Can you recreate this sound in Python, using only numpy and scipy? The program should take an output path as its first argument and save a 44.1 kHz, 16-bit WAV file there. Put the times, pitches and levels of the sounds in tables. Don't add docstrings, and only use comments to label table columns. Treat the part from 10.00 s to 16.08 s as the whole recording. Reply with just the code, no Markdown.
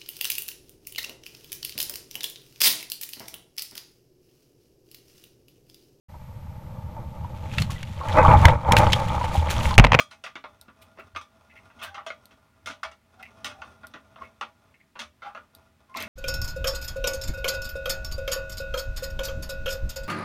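import sys
import numpy as np
from scipy import signal
from scipy.fft import rfft, irfft, next_fast_len
from scipy.io import wavfile
from scipy.ndimage import uniform_filter1d

SR = 44100
rng = np.random.default_rng(int(sys.argv[2]) if len(sys.argv) > 2 else 0)


def inscribe(sig):
    pcm = np.round(np.clip(np.atleast_2d(sig).T, -1, 1) * 32767)
    wavfile.write(sys.argv[1], SR, pcm.astype(np.int16))


N = 268128
TIME = np.arange(N) / SR
EVENT_SIZE = 16384
AGE = np.arange(EVENT_SIZE) / SR

# pitch in Hz, level in dB, seconds to fade by 60 dB.
CASE_MODES = [(226, -10, 0.2), (415, -18.5, 0.19), (269, -18, 0.35), (518.2, -12.5, 0.2),
              (599.7, -5.5, 0.29), (654.2, -2.5, 0.19), (755, -42, 0.14), (824.5, -7, 0.22),
              (959, -13.5, 0.27), (1070, -8.5, 0.14), (1154, -2.5, 0.17), (1202.6, -2.5, 0.18),
              (1345, -1.5, 0.1), (1418, 1, 0.072), (1468, -5, 0.18), (1677, -10, 0.12), (1777, -10.5, 0.19),
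              (1930, -9, 0.15), (1980, -6, 0.13), (2137, -3, 0.079), (2280, -12, 0.21), (2554, -3.5, 0.14),
              (2706, -3, 0.05), (3306, -9, 0.14), (3315, -10, 0.21), (3560, -9, 0.19), (5660, -24, 0.3)]
# frequency in Hz, gain in dB.
CASE_TONE = [(50, -42), (150, -24), (240, -16), (400, -19), (650, -12.5), (1350, -3), (1700, -10.5),
             (3300, -10.5), (4800, -16.5), (6100, -14), (7600, -25.5), (9500, -23), (10600, -34),
             (16000, -40)]
# frequency in Hz, gain in dB.
RUB_TONE = [(100, -2.5), (230, 3), (450, 0), (780, 2), (1150, -4), (1600, -10.5), (3000, -12), (8000, -11)]
RUMBLE_TONE = [(22, -22), (55, -14), (72, 3.5), (86, 6.5), (105, 2.5), (160, -10.5), (225, 0.5), (280, -11),
               (350, -13.5), (1000, -45)]
AIR_TONE = [(15, -61), (45, -4), (80, 2), (150, -4), (230, -6), (400, -12.5), (640, -18), (1300, -18.5),
            (2000, -17), (3000, -21.5), (6000, -27.5), (16000, -32.5)]
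CAM_RESTS = [0.4, 1.17, 3, 5, 7]
# share of one turn from 0 to 1, gain in dB.
TURN_LOAD = [(0, -14), (.12, -2), (.3, 2.5), (.47, -6), (.56, 2), (.71, -5), (.85, 0.5), (1, -14)]
# time in seconds, gain in dB.
HAND_EFFORT = [(0, -49), (.5, -60.5), (1.8, -56), (2.6, -60), (3.5, -53), (4.2, -54.5), (4.9, -64),
               (5.8, -63), (6.08, -42)]
# start in seconds, length in seconds, pitch in Hz, level in dB.
RINGS_AND_SQUEAKS = [(0, 0.032, 1218, -39), (1.155, 0.039, 1185, -34.5), (1.84, 0.07, 1567, -48.5),
                     (1.872, .16, 803, -53), (2.831, .0043, 1316, -27), (3.165, 0.097, 748, -56),
                     (3.53, .15, 777, -56), (4.21, 0.019, 1076, -38.5), (5.23, 0.07, 822, -42.5),
                     (5.354, 0.03293, 1398, -46.5), (5.884, 0.08, 1058, -55.5), (5.948, 0.012, 1077, -33.5)]
# start in seconds, level in dB before the tone is shaped,
# thud in dB, hardness (treble) in dB, chatter time in seconds, wait for a bounce in seconds.
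KNOCKS = [(.0007, -42.5, 1.5, 9, 0.002, 0.00041), (.106, -50, 0.5, -0.5, 0.013, 0.0013),
          (.238, -40.5, -8, -6.5, 0.011, 0.025), (.355, -38.5, 0.5, -21, 0.0026, 0),
          (.44, -39.5, -2.5, -31, 0.0059, 0), (.68, -52, 12, -30, .009, 0),
          (.972, -53, 8.5, -30, 0.0092, 0.00053), (0.9842, -44, 7.5, -37, 0.011, 0.00043),
          (1.149, -44.5, -6, -22, 0.0061, 0), (1.161, -36.5, -5, -14.5, 0.0035, 0.0014),
          (1.212, -53, -5, 3, .005, 0), (1.7, -58, 0, -18, .025, 0), (1.787, -46.5, -4, -11, 0.048, 0.0002),
          (1.814, -40, -17, -4.5, 0.027, .018), (1.944, -41, -23, -16.5, .008, 0),
          (1.974, -38.5, -8, -36, 0.015, 0.00026), (2.064, -37.5, 3.5, -8, .006, 0.00065),
          (2.103, -35.5, -10, -24.5, 0.0014, 0.00023), (2.309, -60, 9, -6, .012, 0),
          (2.6591, -44.5, 3, 5.5, 0.0083, 0.00014), (2.668, -37.5, -10, -2, 0.013, 0),
          (2.693, -43, 7, -7, .016, 0.00016), (2.831, -36.5, -18, -10, 0.0059, .015),
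          (2.914, -54, -6, -5, .0028, 0.0028), (3.19, -52, -12, -16.5, 0.018, 0.0015),
          (3.444, -40, 2.5, 8.5, 0.012, .012), (3.495, -45.5, -4, -12, 0.024, 0.00025),
          (3.617, -40, -17.5, -23, 0.0073, 0.00085), (3.832, -44, -2, -37, .012, 0.00018),
          (3.937, -44, 6, -20.5, .012, 0.01), (4.1594, -49.5, -6, -29, 0.0024, 0.024),
          (4.2135, -47.5, 12, -25.5, .011, 0.0012), (4.411, -34, -6, -16.5, .003, 0.01),
          (4.954, -46, 5.5, -24, .019, 0.00063), (4.991, -41, 0, 2, .013, .016),
          (5.2192, -41, -10, -21.5, .029, 0.031), (5.348, -42.5, -1, -23, .008, 0.024),
          (5.957, -37, 7.5, -11.5, .011, 0.0004), (5.971, -45.5, 11, 7, 0.0026, 0.002),
          (6.0019, -43, 13, 5.5, 0.014, .02)]
KNOCK_BANDS = [280, 680, 1450, 3300, 10000]
# start in seconds, length in seconds, level in dB.
CREAKS = [(.26, 0.012, -39.5), (.995, 0.017, -48.5), (1.497, 0.026, -55.5), (1.552, 0.043, -52),
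          (3.227, 0.0074, -39), (3.245, 0.022, -50), (3.446, 0.031, -46), (4.225, 0.041, -52),
          (4.738, 0.018, -58.5), (4.799, 0.017, -58.5), (5.942, 0.0095, -42), (5.97, 0.092, -41)]
RUSTLES = [(.815, 0.02, -54), (.993, 0.0085, -58), (1.824, 0.03, -42.5)]
# start in seconds, level in dB.
TICKS = [(0.613, -56), (2.256, -60), (3.2271, -64.5), (3.8694, -57.5), (5.5501, -58), (5.9718, -46.5),
         (6.002, -52), (6.011, -57), (6.025, -44.5)]
BOOMS = [(.802, -59.5), (1.129, -51.5), (1.87, -55.5), (2.631, -57), (2.851, -57), (3.579, -54),
         (5.038, -59), (5.982, -54)]
# frequency in Hz, gain in dB.
HINGE_TONE = [(700, -43), (1400, -15), (1800, 0.5), (2150, 8.5), (2400, 0), (2700, 5), (3100, -11),
              (4200, -18.5), (9000, -31)]
TICK_TONE = [(1000, -14), (2800, -8), (3700, 6.5), (4600, 5), (7000, -9.5), (9000, 2), (10500, -7),
             (12400, 5.5), (16000, -16)]
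RUSTLE_TONE = [(300, -8.5), (1200, -1), (3200, 4.5), (6500, -9.5), (9000, -3), (11000, -7.5), (13000, -4.5),
               (16000, -11)]


def undb(db):
    return 10 ** (np.asarray(db) / 20)


def unit(x):
    return x / np.sqrt(np.sum(x ** 2) + 1e-18)


def level(x, db, seconds):
    return unit(x) * undb(db) * np.sqrt(seconds * SR)


def fade(t60):
    return np.exp(-np.log(1000) * AGE / t60)


def colour(x, points):
    size = next_fast_len(len(x), real=True) * 2
    hz, db = np.transpose(points)
    bin_hz = np.maximum(np.arange(size // 2 + 1) * SR / size, 1)
    gain = undb(np.interp(np.log(bin_hz), np.log(hz), db))
    cepstrum = irfft(np.log(gain))
    cepstrum[1:size // 2] *= 2
    cepstrum[size // 2 + 1:] = 0
    return irfft(rfft(x, size) * np.exp(rfft(cepstrum)))[:len(x)]


def add(track, start_s, sound):
    start = int(np.clip(start_s * SR, 0, N - 1))
    track[start:start + len(sound)] += sound[:N - start]


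def contacts(size, per_second, spread_db):
    hit = rng.random(size) < per_second / SR
    return hit * rng.choice([-1, 1], size) * undb(spread_db * rng.standard_normal(size))


def case_ring(modes, modes_db):
    crack, blur, room = rng.standard_normal((3, EVENT_SIZE))
    lows = signal.sosfilt(signal.butter(2, 600, fs=SR, output="sos"), blur)
    tail = unit(lows * fade(0.16) + (blur - lows) * fade(0.15))
    wash = tail + undb(-2) * unit(crack * fade(0.005)) + undb(-21) * unit(room * fade(0.27))
    strengths = undb(4 * rng.standard_normal(len(modes)))
    phases = np.exp(2j * np.pi * rng.random(len(modes)))
    notes = ((strengths * phases) @ modes).imag
    return unit(unit(colour(wash, CASE_TONE)) + undb(modes_db) * unit(notes))


def cam_load(catch_db=2.5, catches_per_second=14):
    turn_share = np.interp(TIME, CAM_RESTS, np.arange(len(CAM_RESTS))) % 1
    turn_db = np.interp(turn_share, *np.transpose(TURN_LOAD))
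    effort_db = np.interp(TIME, *np.transpose(HAND_EFFORT))
    catch = np.interp(TIME * catches_per_second, np.arange(256), rng.standard_normal(256))
    return undb(effort_db + turn_db + catch_db * catch)


def cam_rub(modes):
    slide = unit(contacts(N, per_second=900, spread_db=5))
    bumps = unit(contacts(N, per_second=45, spread_db=4))
    hum = signal.fftconvolve(slide + undb(-1) * bumps, case_ring(modes, modes_db=1.5))[:N]
    rub = level(colour(hum, RUB_TONE), -4, N / SR)
    rumble = level(colour(rng.standard_normal(N), RUMBLE_TONE), -7, N / SR)
    return (rub + rumble) * cam_load()


def room_air():
    return level(colour(rng.standard_normal(N), AIR_TONE), db=-66.5, seconds=N / SR)


def rings_and_squeaks(pitch_waver=0.02, rough_db=3, overtone_db=-20, tail_db=-5, tail_t60=0.19):
    out = np.zeros(N)
    for start, length, hz, db in RINGS_AND_SQUEAKS:
        drift, flutter = uniform_filter1d(rng.standard_normal((2, EVENT_SIZE)), size=256) * np.sqrt(256)
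        phase = 2 * np.pi * np.cumsum(hz * (1 + pitch_waver * drift)) / SR
        loudness = np.sin(np.pi * np.minimum(AGE / length, 1)) * undb(rough_db * flutter)
        note = loudness * (np.sin(phase) + undb(overtone_db) * np.sin(2 * phase))
        tail = signal.fftconvolve(note, rng.standard_normal(EVENT_SIZE) * fade(tail_t60))[:EVENT_SIZE]
        add(out, start, level(unit(note) + undb(tail_db) * unit(tail), db, seconds=length))
    return out


def blows(bounce_db=-2.5, bounce_hardness_db=-9):
    for start, db, thud_db, hard_db, chatter_s, wait_s in KNOCKS:
        yield start, db, thud_db, hard_db, chatter_s
        if wait_s > 0.005:
            yield start + wait_s, db + bounce_db, thud_db, hard_db + bounce_hardness_db, chatter_s


def knocks(modes, clean_s=0.0022, tight_s=0.016, swell_share=0.067, split_hz=520):
    out = np.zeros(N)
    filters = [signal.butter(3, split_hz, kind, fs=SR, output="sos") for kind in ("low", "high")]
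    for start, db, thud_db, hard_db, chatter_s in blows():
        chatter = contacts(EVENT_SIZE, per_second=1100, spread_db=4) * np.exp(-AGE / chatter_s)
        force = unit(chatter) * np.sqrt(chatter_s / clean_s)
        force[0] += np.exp(-chatter_s / tight_s)
        ringing = signal.fftconvolve(force, case_ring(modes, modes_db=-1))[:EVENT_SIZE]
        ringing *= 1 - np.exp(-AGE / (swell_share * chatter_s))
        thud, clack = (unit(signal.sosfilt(band, ringing)) for band in filters)
        knock = level(clack + undb(-14) * thud, db, seconds=0.05)
        ring_db = 4 + 0.45 * hard_db
        tone = list(zip(KNOCK_BANDS, [thud_db, 0, 0, ring_db, hard_db]))
        add(out, start, colour(knock, tone))
    return out


def stick_and_slip(rows, tone, per_second, tail_db, tail_t60):
    out = np.zeros(N)
    for start, length, db in rows:
        stroke = np.sqrt(np.maximum(np.sin(np.pi * np.minimum(AGE / length, 1)), 0))
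        ring = undb(tail_db) * unit(rng.standard_normal(EVENT_SIZE) * fade(tail_t60))
        ring[0] += 1
        jolts = stroke * contacts(EVENT_SIZE, per_second, spread_db=1.5)
        sound = signal.fftconvolve(jolts, ring)[:EVENT_SIZE]
        add(out, start, level(colour(sound, tone), db, seconds=length))
    return out


def hinge_creaks():
    return stick_and_slip(CREAKS, HINGE_TONE, per_second=540, tail_db=-2.5, tail_t60=0.14)


def metal_ticks(snap_t60=0.007, tail_db=-7, tail_t60=0.095):
    out = np.zeros(N)
    for start, db in TICKS:
        snap, tail = rng.standard_normal((2, EVENT_SIZE))
        tick = unit(snap * fade(snap_t60)) + undb(tail_db) * unit(tail * fade(tail_t60))
        add(out, start, level(colour(tick, TICK_TONE), db, seconds=0.05))
    return out


def base_booms(hz=84, pitch_scatter=0.1, swell_s=0.011, t60=0.27):
    out = np.zeros(N)
    for start, db in BOOMS:
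        pitch = hz * (1 + pitch_scatter * rng.standard_normal())
        swell = (1 - np.exp(-AGE / swell_s)) ** 2
        boom = np.sin(2 * np.pi * pitch * AGE) * swell * fade(t60)
        add(out, start, level(boom, db, seconds=0.05))
    return out


def trimming_rustles():
    return stick_and_slip(RUSTLES, RUSTLE_TONE, per_second=3500, tail_db=-3, tail_t60=0.13)


def scene():
    modes = np.array([undb(db) * unit(fade(t60)) * np.exp(2j * np.pi * hz * AGE)
                      for hz, db, t60 in CASE_MODES])
    mix = hinge_creaks() + trimming_rustles() + room_air()
    mix += knocks(modes) + metal_ticks() + rings_and_squeaks() + base_booms() + cam_rub(modes)
    return mix[None]


def record(dry):
    return signal.sosfilt(signal.ellip(10, .2, 70, 15950, fs=SR, output="sos"), dry)


dry = scene()
out = record(dry)
inscribe(out)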